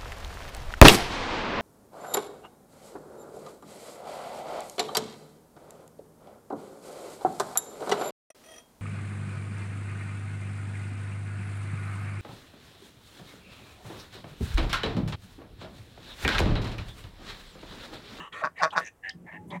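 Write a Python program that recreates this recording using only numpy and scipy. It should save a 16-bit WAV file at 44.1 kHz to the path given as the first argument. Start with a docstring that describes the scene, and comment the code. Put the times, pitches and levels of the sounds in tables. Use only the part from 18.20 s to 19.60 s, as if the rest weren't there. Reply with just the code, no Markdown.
"""A duck on a lawn, close to a microphone at the open window of a standing car.
It gives three short loud quacks: a falling squeak, then sharp pulses ringing its throat.
Other ducks answer with hoarse, fluttering rasps of air, thin wheezes, soft peeps and bill clicks.
The car body scatters their calls. Around the microphone the cabin booms softly, more towards
the end; outside lie a quiet hush and two faint rustles."""
import sys
import numpy as np
from scipy import signal
from scipy.fft import rfft, irfft
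from scipy.io import wavfile

SR = 44100
rng = np.random.default_rng(int(sys.argv[2]) if len(sys.argv) > 2 else 0)


def transcribe(u):
    """Save the signal u as a 16-bit wav file named by the first command-line argument.

    u: samples, shape (n,) or (channels, n), limited to [-1, 1]; the rate is SR.
    q: integer samples, one column per channel.
    """
    v = np.clip(np.atleast_2d(u).T, -1, 1)
    q = np.round(v * 32767).astype(np.int16)
    wavfile.write(sys.argv[1], SR, q)


N = 61739
T = np.arange(N) / SR

# Quiet air over the lawn: frequency_hz, level_db
HUSH_SPECTRUM = [(30, -12), (85, 1.5), (200, -8), (450, -9), (780, -12), (1200, -17.5), (1800, -21.5),
                 (4500, -35), (8000, -29.5), (16000, -35.5)]
# Resonances of the cabin around the microphone: centre_hz, width_hz, level_db
CABIN_RESONANCES = [(82, 30, -6.5), (174, 110, 5), (295, 190, 7)]
# Rise and fall of the cabin's boom: time_s, level_db
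BOOM_LEVELS = [(0, -45.5), (0.035, -52), (0.065, -89), (0.135, -56.5), (0.2, -77), (0.26, -53), (0.36, -72),
               (0.645, -53), (0.685, -96), (0.925, -66), (0.955, -54.5), (1.06, -48.5), (1.098, -69),
               (1.14, -49.5), (1.29, -45.5), (1.35, -38), (1.4, -61)]
# Rasps from the other ducks: start_s, length_s, level_db, swell_db_per_s, main_hz, low_hz, low_db,
# upper_hz, upper_db, hiss_db, flutter_depth (full at 1 and above)
RASP_CALLS = [(-0.01, 0.099, -54.5, -130, 1804, 1100, 9.5, 2880, 4, -2.5, 0.08),
              (0.128, 0.094, -46.5, 7, 1856, 1242, 3, 2410, -5.5, -5, 0),
              (0.366, 0.049, -40.5, 199, 1930, 1080, -13.5, 2740, -12.5, -15.5, 0),
              (0.528, 0.016, -43.5, 6, 1400, 900, 9.5, 2560, -3, -5.5, 0),
              (0.602, 0.047, -42, -111, 1790, 1170, -30, 2600, -12.5, -9, 1.23),
              (0.654, 0.037, -46, -61, 1764, 1090, -28, 2520, -2.5, -10, 0),
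              (0.839, 0.0648, -38, -5, 1783, 815, -27, 2714, -13.5, -24.5, 0.7),
              (1.068, 0.043, -49, -40, 1776, 812, -1.5, 2100, -4.5, -33.5, 0.2),
              (1.117, 0.059, -44.5, -68, 1811, 840, -7.5, 2700, -13.5, -27.5, 0.57),
              (1.31, 0.064, -52.5, 41, 1810, 860, 10, 2090, 6, -5.5, 0)]
# Breath hiss in a rasp: frequency_hz, level_db
RASP_HISS_SPECTRUM = [(50, -27.5), (500, 13), (1400, -9), (3900, -2.5), (4700, -28), (6000, -9.5),
                      (7400, -10.5), (10000, -17), (16000, -37.5)]
# Snaps of a bill: start_s, level_db, centre_hz, decay_s, spray_db
BILL_CLICKS = [(0.124, -39.5, 3235, 0.012, -33), (0.503, -39.5, 3340, 0.0094, -16.5),
               (0.892, -22.5, 5030, 0.0022, 0), (0.902, -37, 3160, 0.0068, -23.5),
               (1.303, -39, 3430, 0.0089, -37)]
# Bright edge of an open bill, also the spray of a click: frequency_hz, level_db
BILL_SPECTRUM = [(700, -61), (2800, -23), (3600, 1.5), (4200, -3.5), (4900, 5), (5350, -4), (5800, 1),
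                 (6600, -9), (8000, -16.5), (11000, -28), (16000, -42)]
# Thin wheezes in the rasps: middle_s, half_length_s, level_db, centre_hz
RASP_WHEEZES = [(0.2, 0.046, -59.5, 3970), (0.402, 0.019, -54.5, 4330), (0.667, 0.02, -49, 6110)]
# The squeak that opens each quack: middle_s, width_s, level_db, pitch_hz, fall_octaves_per_s
OPENING_SQUEAKS = [(0.227, 0.007, -32, 643, 30.4), (0.416, 0.01, -28.5, 742, 22.8),
                   (0.555, 0.0038, -32, 870, 45)]
# Quacks close to the microphone: peak_s, level_db, pitch_hz, rise_db_per_s, fall_db_per_s, edge_db,
# voiced_before_s, voiced_after_s, accent_db (on the pulse at the peak)
CLOSE_QUACKS = [(0.252, -22.5, 143.6, 148, 395.5, -24, 0.014, 0.024, -0.5),
                (0.434, -16, 180.8, 678.5, 429, -14.5, 0.014, 0.044, 4),
                (0.579, -20.5, 171.2, 480, 608, -13, 0.02, 0.029, 4)]
# Throat of the close duck: centre_hz, width_hz, gain_db
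THROAT_RESONANCES = [(610, 90, 4), (1100, 75, 5.5), (1470, 110, 3.5), (2480, 190, 5)]
# Faint high rustles: middle_s, width_s, level_db
FAINT_RUSTLES = [(0.6, 0.004, -56), (1.295, 0.012, -65)]
# Soft peeps and coos: middle_s, width_s, level_db, pitch_hz
SOFT_PEEPS = [(0.88, 0.026, -52, 762), (1.192, 0.034, -51.5, 850), (1.343, 0.02, -41.5, 577),
              (1.335, 0.019, -44, 990)]
# Dull bumps in the cabin: middle_s, width_s, level_db, pitch_hz
CABIN_BUMPS = [(0.96, 0.0083, -41, 172.3), (1.208, 0.011, -46, 101), (1.377, 0.011, -33, 175)]


def from_db(db):
    """Decibels to gain."""
    return 10 ** (np.asarray(db) / 20)


def rms_one(x):
    """Scale to rms 1."""
    return x / np.sqrt(np.mean(x ** 2) + 1e-20)


def bell_curve(middle_s, width_s):
    """A Gaussian swell and fade, 1 at its middle."""
    return np.exp(-.5 * ((T - middle_s) / width_s) ** 2)


def band(x, low_hz, high_hz):
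    """Pass the band between two edges."""
    return signal.sosfilt(signal.butter(2, [low_hz, high_hz], "band", fs=SR, output="sos"), x + 1e-18)


def band_around(x, hz, width_hz):
    """Pass a band around hz; rms 1."""
    return rms_one(band(x, hz - width_hz / 2, hz + width_hz / 2))


def resonate(x, hz, width_hz):
    """One resonance, gain 1 at its peak."""
    radius = np.exp(-np.pi * width_hz / SR)
    feedback = [1, -2 * radius * np.cos(2 * np.pi * hz / SR), radius ** 2]
    return signal.lfilter(np.array([1, 0, -1]) * (1 - radius ** 2) / 2, feedback, x + 1e-18)


def air_band(hz, width_hz, gate=1):
    """Gated air noise through a steep resonance; rms 1."""
    return band_around(gate * rng.standard_normal(N), hz, width_hz)


def coloured_noise(spectrum, gate=1):
    """Noise, gated and then shaped to a spectrum; rms 1."""
    hz, db = np.transpose(spectrum)
    bins_hz = np.maximum(np.arange(N // 2 + 1) * SR / N, 1)
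    gain = from_db(np.interp(np.log(bins_hz), np.log(hz), db))
    return rms_one(irfft(rfft(gate * rng.standard_normal(N)) * gain, N))


def wander(rate_hz):
    """Random drift with a spread of about 1."""
    return np.interp(T * rate_hz, np.arange(1024), rng.standard_normal(1024))


def cycles(hz, from_s, jitter, jitter_hz):
    """Cycles of an unsteady pitch, counted from from_s; jitter is a fraction of the pitch."""
    turns = np.cumsum(hz * (1 + jitter * wander(jitter_hz))) / SR
    return turns - np.interp(from_s, T, turns)


def outdoor_hush(level_db=-62.5):
    """Steady, quiet air heard through the open window."""
    return from_db(level_db) * coloured_noise(HUSH_SPECTRUM)


def cabin_boom(hum_hz=173.2, hum_db=-3, noise_db=-3.5):
    """Low noise in the cabin's resonances and a wavering hum, swelling and dipping together."""
    boom = rms_one(sum(from_db(db) * air_band(hz, width) for hz, width, db in CABIN_RESONANCES))
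    hum = np.sqrt(2) * np.sin(2 * np.pi * cycles(hum_hz, 0, jitter=.03, jitter_hz=24))
    envelope = from_db(np.interp(T, *np.transpose(BOOM_LEVELS)))
    return envelope * (from_db(noise_db) * boom + from_db(hum_db) * hum)


def flutter(from_s, depth, rate_hz=95.6):
    """The uneven beat that chops a drake's air stream; rms 1."""
    turns = cycles(rate_hz, from_s, jitter=.18, jitter_hz=60)
    return rms_one(1 + depth * np.cos(2 * np.pi * turns))


def rasp(start_s, length_s, level_db, swell_db_per_s, main_hz, low_hz, low_db,
         upper_hz, upper_db, hiss_db, flutter_depth):
    """Chopped air blown through a drake's throat; the deeper the flutter, the purer the main note."""
    attack_s, release_s = .016, .014
    t = T - start_s
    depth = np.clip(flutter_depth, 0, 1)
    gate = flutter(start_s, depth)
    tone = np.sqrt(2) * np.sin(2 * np.pi * cycles(main_hz, start_s, jitter=.022, jitter_hz=300))
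    main = depth * tone + np.sqrt(1 - depth ** 2) * air_band(main_hz, width_hz=200)
    neighbour = from_db(-8) * air_band(main_hz * 1.167, width_hz=200)
    low = from_db(low_db) * air_band(low_hz, width_hz=313, gate=gate)
    upper = from_db(upper_db) * air_band(upper_hz, width_hz=346, gate=gate)
    hiss = from_db(hiss_db) * coloured_noise(RASP_HISS_SPECTRUM)
    voice = gate * (main + neighbour) + low + upper + hiss
    attack = (1 + np.tanh(2 * t / attack_s)) / 2
    release = (1 - np.tanh(2 * (t - length_s) / release_s)) / 2
    swell_db = swell_db_per_s * (np.clip(t, 0, length_s) - length_s / 2)
    return from_db(level_db + swell_db) * attack * release * voice


def car_reflections(calls, level_db=-11, delay_s=.0011, decay_s=.016):
    """A brief scatter off the door and window frame beside the microphone."""
    response = rng.standard_normal(N) * np.exp(-T / decay_s) * (T > delay_s)
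    return from_db(level_db) * signal.fftconvolve(calls, response / np.linalg.norm(response))[:N]


def bill_click(start_s, level_db, centre_hz, decay_s, spray_db, attack_s=.002):
    """A bill snaps: a bright band of noise with a broad spray."""
    t = np.maximum(T - start_s, 0)
    envelope = (1 - np.exp(-t / attack_s)) ** 2 * np.exp(-t / decay_s)
    snap = air_band(centre_hz, width_hz=700)
    spray = from_db(spray_db) * coloured_noise(BILL_SPECTRUM)
    return from_db(level_db) * envelope * (snap + spray)


def wheeze(middle_s, half_length_s, level_db, centre_hz):
    """A high, narrow band of fluttering air within a rasp."""
    envelope = np.exp(-((T - middle_s) / half_length_s) ** 4)
    gate = flutter(middle_s - .003, depth=1)
    return from_db(level_db) * envelope * air_band(centre_hz, width_hz=900, gate=gate)


def squeak(middle_s, width_s, level_db, pitch_hz, fall_octaves_per_s, octave_db=-8):
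    """The close duck's voice opens on a falling tone with its octave, just ahead of a quack."""
    falling_hz = pitch_hz * 2 ** (-fall_octaves_per_s * np.clip(T - middle_s, -.012, .02))
    phase = 2 * np.pi * cycles(falling_hz, middle_s, jitter=.065, jitter_hz=300)
    tone = np.sin(phase) + from_db(octave_db) * np.sin(2 * phase)
    return from_db(level_db) * bell_curve(middle_s, width_s) * tone


def quack(peak_s, level_db, pitch_hz, rise_db_per_s, fall_db_per_s, edge_db,
          voiced_before_s, voiced_after_s, accent_db):
    """Close up: sharp pulses, sagging in pitch, ring the throat; the open bill adds a bright edge."""
    sag_octaves_per_s, shimmer_db, breath = 6.5, 3, .42
    body_db, fundamental_db, chest_db = -22, -28, -20.5
    bill_lag_s, bill_width_s, bill_rest = .0047, .017, .07
    fade_in_s, accent_s, fade_out_s = .0038, .0025, .0028
    t = T - peak_s

    sagging_hz = pitch_hz * 2 ** (-sag_octaves_per_s * np.clip(t, 0, .04))
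    turns = cycles(sagging_hz, peak_s - .0007, jitter=.065, jitter_hz=170)
    pulses = np.diff(np.floor(turns), prepend=np.floor(turns[0]))  # one per cycle
    pulses *= from_db(shimmer_db * wander(200))
    air = rms_one(pulses) + breath * rng.standard_normal(N)

    body = from_db(body_db) * band_around(air, hz=290, width_hz=290)
    fundamental = from_db(fundamental_db) * np.cos(2 * np.pi * turns)
    steep_top = signal.butter(4, 2020, fs=SR, output="sos")
    throat = signal.sosfilt(steep_top, band(air, low_hz=830, high_hz=1710))
    ringing = sum(from_db(db) * resonate(throat, hz, width) for hz, width, db in THROAT_RESONANCES)
    accent = from_db(accent_db * np.exp(-(t / accent_s) ** 2))
    voice = accent * rms_one(throat + ringing) + body + fundamental

    bill_opening = bill_rest + (1 - bill_rest) * np.exp(-((t - bill_lag_s) / bill_width_s) ** 2)
    puffs = rms_one(1 + .8 * np.sin(2 * np.pi * turns))
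    edge = from_db(edge_db) * bill_opening * coloured_noise(BILL_SPECTRUM, puffs)

    # A low chest resonance lingers as the quack dies.
    chest_swell = (1 + np.tanh(t / bill_width_s)) / 2
    chest = from_db(chest_db) * chest_swell * band_around(throat, hz=565, width_hz=240)

    fade_in = np.exp(np.minimum(t + voiced_before_s, 0) / fade_in_s)
    fade_out = np.exp(-np.maximum(t - voiced_after_s, 0) / fade_out_s)
    effort = from_db(np.minimum(rise_db_per_s * t, -fall_db_per_s * t))
    return from_db(level_db) * fade_in * fade_out * (effort * (voice + edge) + chest)


def rustle(middle_s, width_s, level_db, centre_hz=9850):
    """A faint, high swish."""
    return from_db(level_db) * bell_curve(middle_s, width_s) * air_band(centre_hz, centre_hz / 2)


def peep(middle_s, width_s, level_db, pitch_hz):
    """A duck's soft, nearly pure note from the lawn, wavering slightly."""
    tone = np.sin(2 * np.pi * cycles(pitch_hz, middle_s, jitter=.018, jitter_hz=300))
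    return from_db(level_db) * bell_curve(middle_s, width_s) * tone


def cabin_bump(middle_s, width_s, level_db, pitch_hz):
    """A dull bump inside the car: a few cycles of a low tone."""
    tone = np.sin(2 * np.pi * pitch_hz * (T - middle_s))
    return from_db(level_db) * bell_curve(middle_s, width_s) * tone


def scene():
    """All that reaches the one microphone: ducks, their reflections, rustles, cabin and hush."""
    ducks = sum(quack(*row) for row in CLOSE_QUACKS)
    ducks += sum(squeak(*row) for row in OPENING_SQUEAKS)
    ducks += sum(rasp(*row) for row in RASP_CALLS)
    ducks += sum(wheeze(*row) for row in RASP_WHEEZES)
    ducks += sum(bill_click(*row) for row in BILL_CLICKS)
    ducks += sum(peep(*row) for row in SOFT_PEEPS)
    reflections = car_reflections(ducks)
    rustles = sum(rustle(*row) for row in FAINT_RUSTLES)
    cabin = cabin_boom() + sum(cabin_bump(*row) for row in CABIN_BUMPS)
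    return (ducks + reflections + rustles + cabin + outdoor_hush())[None]


def record(dry):
    """The microphone's signal, with the highest treble cut steeply."""
    cutoff_hz = 15900
    return signal.sosfilt(signal.ellip(10, .1, 80, cutoff_hz, fs=SR, output="sos"), dry)


dry = scene()
out = record(dry)
transcribe(out)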